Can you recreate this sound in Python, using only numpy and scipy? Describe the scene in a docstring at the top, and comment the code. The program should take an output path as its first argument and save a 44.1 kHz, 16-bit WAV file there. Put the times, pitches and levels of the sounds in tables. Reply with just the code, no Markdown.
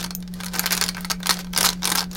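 """In a small room, close to the microphone, hands rummage through a wooden drawer of plastic lip gloss tubes.
Each impact excites damped modes: a bright tick, a few milliseconds of ring in a tube's wall and a knock
on the drawer. Between impacts the tubes slide and scrape by stick-slip friction, and now and then a loose
one rings on. A wavering electrical hum and a faint rumble lie underneath."""
import sys
import numpy as np
from scipy import signal
from scipy.fft import rfft, irfft, next_fast_len
from scipy.io import wavfile
from scipy.ndimage import uniform_filter1d

SR = 44100
rng = np.random.default_rng(int(sys.argv[2]) if len(sys.argv) > 2 else 0)


def to_wav(s):
    """Save 16-bit WAV."""
    ch = np.atleast_2d(s).T  # columns
    pcm = np.round(np.clip(ch, -1, 1) * 32767)  # PCM
    wavfile.write(sys.argv[1], SR, pcm.astype(np.int16))


N = 95608


def clacks():
    """Inelastic collision: each impact is followed by a weaker rebound from the same spot."""
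    # (time [s], knock level [dB], tube level [dB], tick level [dB], tube pitch [Hz], tick pitch [Hz])
    impacts = [(0.0282, -33, -29, -33, 6500, 14200), (0.0411, -30, -26.5, -31.5, 4800, 9600),
               (0.0448, -30, -24.5, -29.5, 4320, 9200), (0.0622, -37, -34, -38, 4380, 8800),
               (0.107, -32, -26.5, -35.5, 4300, 9200), (0.1503, -71, -38, -21, 6770, 14200),
               (0.2037, -67, -49, -43, 5700, 9700), (0.2256, -45, -38, -50, 3720, 11000),
               (0.277, -46.5, -38.5, -52, 3800, 9200), (0.339, -61, -37, -35, 4480, 11100),
               (0.4028, -30.5, -34, -40, 3480, 13600), (0.4089, -40, -31.5, -38, 4300, 9500),
               (0.4346, -29.5, -32.5, -32, 4100, 9200), (0.4447, -44, -35, -31, 4080, 9300),
               (0.4597, -44, -33, -29.5, 6340, 10700), (0.4638, -31.5, -29, -29.5, 4300, 8500),
               (0.4834, -38, -31.5, -41, 5250, 8800), (0.5354, -35, -33, -34, 4230, 8900),
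               (0.5407, -30, -29.5, -34, 5760, 8600), (0.552, -29, -26.5, -39, 5240, 12500),
               (0.5603, -27.5, -31, -28, 6100, 10800), (0.5728, -43, -45, -33, 5660, 13000),
               (0.5848, -37, -33, -45, 4200, 10400), (0.5864, -38, -26, -43, 6160, 10400),
               (0.5943, -20.5, -20, -13, 4670, 12100), (0.6312, -36, -38, -37, 4300, 9600),
               (0.636, -45, -31, -45, 5270, 13700), (0.64, -24.5, -32, -40, 5200, 10700),
               (0.659, -20, -18, -21.5, 4300, 13600), (0.6642, -23.5, -20, -21, 4230, 14300),
               (0.6746, -30, -25, -42, 3140, 13600), (0.7081, -23.5, -20.5, -24.5, 5570, 10400),
               (0.7145, -22.5, -29, -33, 3570, 10200), (0.7213, -29, -25, -18, 5000, 13600),
               (0.7256, -21.5, -19, -18, 6140, 13700), (0.729, -23, -20, -24, 4400, 9700),
               (0.7305, -38, -19, -31, 5300, 10000), (0.751, -32, -25.5, -23.5, 6800, 10900),
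               (0.768, -28, -28, -26, 5440, 10500), (0.7764, -26, -19.5, -23.5, 4080, 9000),
               (0.8125, -22, -16, -18, 4520, 9000), (0.8147, -22, -22, -37, 4370, 9200),
               (0.8219, -24.5, -23, -39, 4550, 9200), (0.8255, -28, -18, -31, 7100, 9200),
               (0.839, -25, -16, -22, 7050, 9800), (0.863, -37, -26.5, -31, 4800, 10900),
               (0.8818, -35, -24, -33, 5170, 10200), (0.8889, -26.5, -17, -22.5, 4410, 9100),
               (0.947, -36, -31, -49, 5070, 9600), (0.9682, -27, -38, -39, 4200, 10100),
               (0.9803, -30, -42, -49, 4400, 9200), (1.0076, -41, -38.5, -31.5, 6260, 14600),
               (1.0464, -27, -26, -44, 4370, 9100), (1.0514, -42, -57, -31, 4260, 9500),
               (1.1003, -27.5, -21, -29, 5450, 9300), (1.1045, -29, -23, -41, 4700, 10600),
               (1.1086, -23.5, -21, -24.5, 6540, 8500), (1.1142, -27, -17, -26, 4460, 10100),
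               (1.2028, -38.5, -47, -43, 4400, 13900), (1.2306, -32.5, -27.5, -36, 3560, 9000),
               (1.2589, -24, -24, -33, 4160, 10100), (1.2696, -26.5, -19, -19.5, 4080, 9300),
               (1.293, -15.5, -14, -30, 4250, 10300), (1.2983, -23.5, -16.5, -18.5, 4340, 9700),
               (1.3077, -16.5, -12.5, -20, 4215, 8700), (1.3115, -36, -19, -24, 4300, 15000),
               (1.3221, -38, -25, -33, 5250, 8900), (1.328, -49, -30, -29, 5400, 9000),
               (1.341, -57, -29.5, -33, 6100, 8650), (1.3697, -39, -30, -42, 4750, 9500),
               (1.3902, -30.5, -33, -32.5, 4370, 13300), (1.4459, -40, -38.5, -43.5, 5570, 9400),
               (1.4687, -41, -43.5, -62, 3400, 9300), (1.5312, -49, -42, -34, 6500, 13400),
               (1.5353, -30.5, -27, -38, 3200, 11300), (1.5488, -37.5, -29, -39, 5900, 8800),
               (1.5628, -24.5, -17, -36, 5150, 9000), (1.5764, -20, -17, -14, 4950, 9500),
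               (1.5855, -24, -18, -19, 5560, 9800), (1.6079, -25.5, -18.5, -18.5, 5800, 9500),
               (1.6106, -21.5, -17.5, -17.5, 5240, 9700), (1.6298, -26, -16.5, -17.5, 5700, 9500),
               (1.638, -44, -28, -26, 5300, 9300), (1.6419, -17, -31, -27, 6140, 10700),
               (1.6465, -18.5, -21, -18, 4240, 9500), (1.65, -31, -17.5, -19, 4900, 12800),
               (1.657, -36, -17, -16.5, 7670, 12400), (1.6612, -20, -14.5, -25, 6230, 10100),
               (1.666, -19.5, -19, -25, 5150, 9800), (1.669, -32, -18, -27, 4130, 10500),
               (1.6741, -46, -22, -30, 7000, 9000), (1.6847, -43, -26, -54, 3670, 9900),
               (1.6896, -23, -14, -21, 4090, 9500), (1.7022, -30, -22, -32, 6420, 10800),
               (1.7269, -33, -37, -54, 6100, 8800), (1.7309, -43, -28.5, -36.5, 5540, 9100),
               (1.8213, -32.5, -33, -51, 3740, 9400), (1.8315, -27.5, -22, -47, 3780, 8700),
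               (1.844, -31, -19.5, -34, 6270, 10000), (1.8541, -25.5, -16, -17, 4000, 9100),
               (1.8745, -24, -20.5, -19, 3600, 9200), (1.8787, -26.5, -24, -37, 3380, 9600),
               (1.8931, -27, -27, -25, 6600, 9700), (1.9021, -26, -24, -19, 5300, 8540),
               (1.9175, -21.5, -23.5, -21, 4160, 8500), (1.9202, -22, -22, -22, 5000, 9500),
               (1.9233, -35, -21.5, -24, 3670, 10300), (1.952, -21.5, -27, -21, 5050, 11000),
               (1.9558, -22, -19, -17.5, 6460, 14000), (1.9743, -27, -22, -28, 5470, 9200),
               (1.979, -24.5, -19, -33, 3980, 9200), (1.9841, -23, -20, -25, 4920, 9000),
               (1.9933, -26.5, -19, -27, 4400, 11200), (2.0065, -28, -19, -36, 4730, 9600),
               (2.0173, -29.5, -33, -33, 4670, 10200), (2.0267, -30, -31.5, -38, 5200, 9550),
               (2.0405, -37, -32.5, -44, 4600, 9500), (2.1133, -46.5, -33.5, -43, 6730, 10700),
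               (2.1312, -42, -36.5, -40, 5150, 12800), (2.1501, -45, -42, -31, 5300, 13600),
               (2.1551, -36, -30, -42, 3930, 10000), (2.1599, -29, -23, -31.5, 5240, 9700)]
    # resonances of the drawer (frequency [Hz], relative level [dB], T60 [s])
    drawer_modes = [(444.7, -13, 0.19), (824, -11.5, 0.073), (878, -5.5, 0.044), (967, -7.5, 0.046),
                    (1018, -3, 0.019), (1266, -3.5, 0.039), (1327, -4.5, 0.026), (1558, 2, 0.03),
                    (1905, -13, 0.081), (2156, -4, 0.033), (2310, -5.5, 0.067)]
    # the knock's low band, light on the pile, fuller on the wood (time [s], relative gain [dB])
    knock_body = [(.1, 1), (.82, -4), (1.3, 0), (1.9, 3.5)]
    t = np.arange(SR // 14) / SR
    out = np.zeros(N + SR)
    modes = np.array([undb(db) * ring(t, hz, t60) for hz, db, t60 in drawer_modes])
    for (at, *blow), path in zip(impacts, room_paths(len(impacts))):
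        body_db = np.interp(at, *np.array(knock_body).T)
        sound = np.pad(contact(t, modes, body_db, *blow), (0, len(t)))
        gap_s = rng.uniform(0.0018, 0.005)
        rebound_db = rng.uniform(-11.44, -9)
        add(sound, undb(rebound_db) * contact(t, modes, body_db, *blow), gap_s)
        add(out, signal.fftconvolve(sound, path), at)
    return out[:N]


def contact(t, modes, body_db, knock_db, tube_db, tick_db, tube_hz, tick_hz):
    """Impulse excitation: one blow sounds the drawer, a tube's wall and a bright tick together."""
    # spectra of the three bursts (frequency [Hz], relative level [dB])
    knock_spectrum = [(90, -23), (200, -26.5), (320, -5), (430, -7.5), (620, -6.5), (950, -0.5), (1500, -1),
                      (2000, -2.5), (2600, -7), (4000, -23.5)]
    tube_spectrum = [(1500, -40), (2500, -7.5), (4200, 1.5), (5600, 0.5), (7200, -8), (9500, -17)]
    tick_spectrum = [(4500, -40), (6500, 6), (8000, -4), (9600, 5), (12000, 0.5), (15500, -5.5)]
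    wood = unit(rng.choice([-1., 1.], len(modes)) @ modes)
    knock = crack(t, knock_spectrum, t60=0.018) + wood
    knock = colour(knock, [(1040, body_db), (1650, 0)])  # low shelf
    tube = crack(t, tube_spectrum, t60=0.011) + undb(-2) * ring(t, tube_hz, t60=0.01)
    tube *= 1 - np.exp(-t / 0.00016)  # attack
    tick = crack(t, tick_spectrum, t60=0.0072) + ring(t, tick_hz, t60=0.002)
    return strike(knock, knock_db) + strike(tube, tube_db) + strike(tick, tick_db)


def crack(t, spectrum, t60):
    """Modal overlap: many close, heavily damped modes merge into a burst of coloured noise."""
    return unit(colour(rng.choice([-1., 1.], len(t)) * fade(t, t60), spectrum))


def ring(t, hz, t60):
    """Damped oscillation of a single mode."""
    return unit(np.sin(2 * np.pi * hz * t) * fade(t, t60))


def clinks():
    """Free vibration: a loose tube holds a shimmering note."""
    # (time [s], pitch [Hz], level [dB], T60 [s])
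    notes = [(.1505, 5180, -28.5, 0.024), (.1505, 13500, -32, 0.095), (0.338, 1880, -42, 0.058),
             (0.594, 12250, -24, 0.05), (.84, 7100, -30, .04), (1.008, 14400, -36, .045),
             (1.699, 4680, -50.5, 0.74), (1.985, 5220, -10.5, 0.017), (1.992, 5470, -13, 0.022)]
    t = np.arange(SR // 2) / SR
    out = np.zeros(N + SR)
    for at, hz, db, t60 in notes:
        add(out, undb(db) * cluster(t, hz, t60), at)
    return out[:N]


def cluster(t, hz, t60, count=9, spread=0.022):
    """Beating: close modes of a tube and its cap interfere as they fade together."""
    mode_hz = hz * (1 + spread * rng.standard_normal((count, 1)))
    phase = rng.random((count, 1))
    tones = np.sin(2 * np.pi * (mode_hz * t + phase)).sum(axis=0)
    decay = fade(t, t60)
    return unit(tones * decay) * np.sqrt(np.sum(decay ** 2) / 2)  # energy of one decaying sine


def sliding():
    """Stick-slip friction: tubes catch and slip on each other."""
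    # envelope (time [s], level [dB])
    slide_levels = [(0, -32.5), (.055, -47.5), (.09, -60), (.3, -60), (.37, -46), (.405, -45), (.51, -48.5),
                    (.55, -32.5), (.61, -38), (.69, -39.5), (.73, -32.5), (.79, -39), (.85, -37),
                    (.93, -52), (0.989, -42.5), (1.09, -52.5), (1.12, -54), (1.18, -61), (1.24, -46),
                    (1.33, -40), (1.41, -41), (1.44, -57), (1.52, -58), (1.58, -31), (1.67, -36),
                    (1.76, -55), (1.81, -50.5), (1.85, -35), (2.01, -41), (2.08, -65), (2.11, -54),
                    (2.165, -36)]
    # (frequency [Hz], relative level [dB])
    slide_spectrum = [(200, -0.5), (500, 2.5), (1000, -1), (1500, 0.5), (2700, -7.5), (4300, -2.5),
                      (6000, -6.5), (8000, -12), (16000, -19)]
    rub = colour(slips(), slide_spectrum)
    level_db = np.interp(np.arange(N) / SR, *np.array(slide_levels).T)
    return rub / rub.std() * undb(level_db)


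def scrapes():
    """Friction noise: a cap or nail dragged along a tube gives a rasp that swells and dies away."""
    # (time [s], duration [s], level [dB])
    strokes = [(0, 0.018, -29.5), (0.528, 0.04, -36), (0.713, 0.044, -28), (1.258, .016, -35),
               (1.316, 0.047, -37), (1.386, 0.035, -34), (1.637, 0.038, -24), (1.86, 0.045, -36),
               (1.95, 0.035, -33)]
    # (frequency [Hz], relative level [dB])
    rasp_spectrum = [(600, -13), (2200, 2), (5200, 5), (11000, -5), (15000, -10)]
    t = np.arange(N) / SR
    press = sum(undb(db) * np.sin(np.pi * np.clip((t - at) / length, 0, 1)) for at, length, db in strokes)
    rasp = colour(slips(), rasp_spectrum)
    return rasp / rasp.std() * press


def slips(per_second=2600, spread_db=5):
    """Shot noise: tiny clicks of uneven size at random moments."""
    sizes = undb(spread_db * np.minimum(rng.exponential(size=N), 3))
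    return (rng.random(N) < per_second / SR) * sizes * rng.choice([-1., 1.], N)


def room_paths(count, sides_delay_s=0.0022, room_delay_s=0.005):
    """Impulse responses, one per spot: direct sound, reflections off the drawer's sides, reverberation."""
    # reverberation (frequency [Hz], level against the direct sound [dB])
    room_spectrum = [(200, -8.5), (1000, -7.5), (2500, -9), (5000, -13.5), (9000, -12.5), (15000, -16)]
    # (frequency [Hz], T60 [s])
    room_decay = [(250, 0.51), (900, 0.093), (2200, 0.15), (5500, 0.11), (14000, 0.12)]
    t = np.arange(SR // 5) / SR
    white = rng.standard_normal((count, 2, len(t)))
    hz = np.fft.rfftfreq(len(t), 1 / SR)
    diffuse = rfft(white[:, 0]) * undb(on_log(hz, room_spectrum))
    out = undb(-13) * white[:, 1] * unit(fade(t, t60=0.028) * (t > sides_delay_s))
    for k, (_, t60) in enumerate(room_decay):
        band = on_log(hz, [(f, float(j == k)) for j, (f, _) in enumerate(room_decay)])
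        out += irfft(diffuse * band, len(t)) * unit(fade(t, t60) * (t > room_delay_s))
    out[:, 0] += 1  # direct sound
    return out


def hum(hz=179.7, level_db=-33.5, waver_hz=6.8, waver_db=1.5):
    """Amplitude and phase modulation: an electrical hum wavers slightly."""
    t = np.arange(N) / SR
    waver = np.cos(2 * np.pi * waver_hz * (t - 0.03) + 0.5 * walk(2.1)) + 0.15 * walk(19.5)
    tone = np.sqrt(2) * np.sin(2 * np.pi * hz * t + 0.079 * walk(7.6))
    return tone * undb(level_db + waver_db * waver)


def air():
    """Broadband ambient noise: a soft rumble with a trace of hiss."""
    # (frequency [Hz], relative level [dB])
    air_spectrum = [(15, -3.5), (35, 1.5), (55, -3), (85, -13), (150, -9.5), (240, -17), (400, -19.5),
                    (800, -30), (1200, -35), (4000, -49.5), (8000, -62), (16000, -46)]
    noise = colour(rng.standard_normal(N), air_spectrum)
    return undb(-42) * noise / noise.std()


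def undb(db):
    """Decibels to gain."""
    return 10 ** (np.asarray(db) / 20)


def unit(x):
    """Scale to an energy of one."""
    return x / np.sqrt(np.sum(x ** 2))


def strike(x, db):
    """Set the rms level of the first three milliseconds."""
    return x * undb(db) / np.sqrt(np.mean(x[:132] ** 2))


def on_log(hz, points):
    """Interpolate (frequency [Hz], value) points on a log-frequency axis."""
    f, v = np.array(points).T
    return np.interp(np.log(np.maximum(hz, 1)), np.log(f), v)


def colour(x, points):
    """Minimum-phase filter with the response (frequency [Hz], gain [dB])."""
    size = next_fast_len(len(x) + 2048) * 2
    gain = undb(on_log(np.fft.rfftfreq(size, 1 / SR), points))
    cepstrum = irfft(np.log(gain))
    cepstrum[1:size // 2] *= 2  # folding onto positive time makes it causal
    cepstrum[size // 2 + 1:] = 0
    return irfft(rfft(x, size) * np.exp(rfft(cepstrum)))[:len(x)]


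def fade(t, t60):
    """Exponential decay, 60 dB in t60 seconds."""
    return np.exp(-np.log(1000) * t / t60)


def walk(rate_hz):
    """Smooth random wandering with a spread of one."""
    k = int(SR / rate_hz)
    steps = np.repeat(rng.standard_normal(N // k + 1), k)
    smooth = uniform_filter1d(uniform_filter1d(steps, k), k)[:N]
    return smooth / smooth.std()


def add(out, x, at):
    """Mix x into out from a time on."""
    i = max(int(at * SR), 0)
    out[i:i + len(x)] += x


def scene():
    """Superposition: the tubes in their room, over hum and air."""
    rubbing = signal.fftconvolve(sliding() + scrapes(), room_paths(count=1)[0])[:N]
    return (clacks() + clinks() + rubbing + hum() + air())[None]


def record(dry, cutoff_hz=15900):
    """Clipping at full scale, then a steep low-pass."""
    lowpass = signal.ellip(8, 0.2, 70, cutoff_hz, fs=SR, output="sos")
    return signal.sosfilt(lowpass, np.clip(dry, -1, 1))


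dry = scene()
out = record(dry)
to_wav(out)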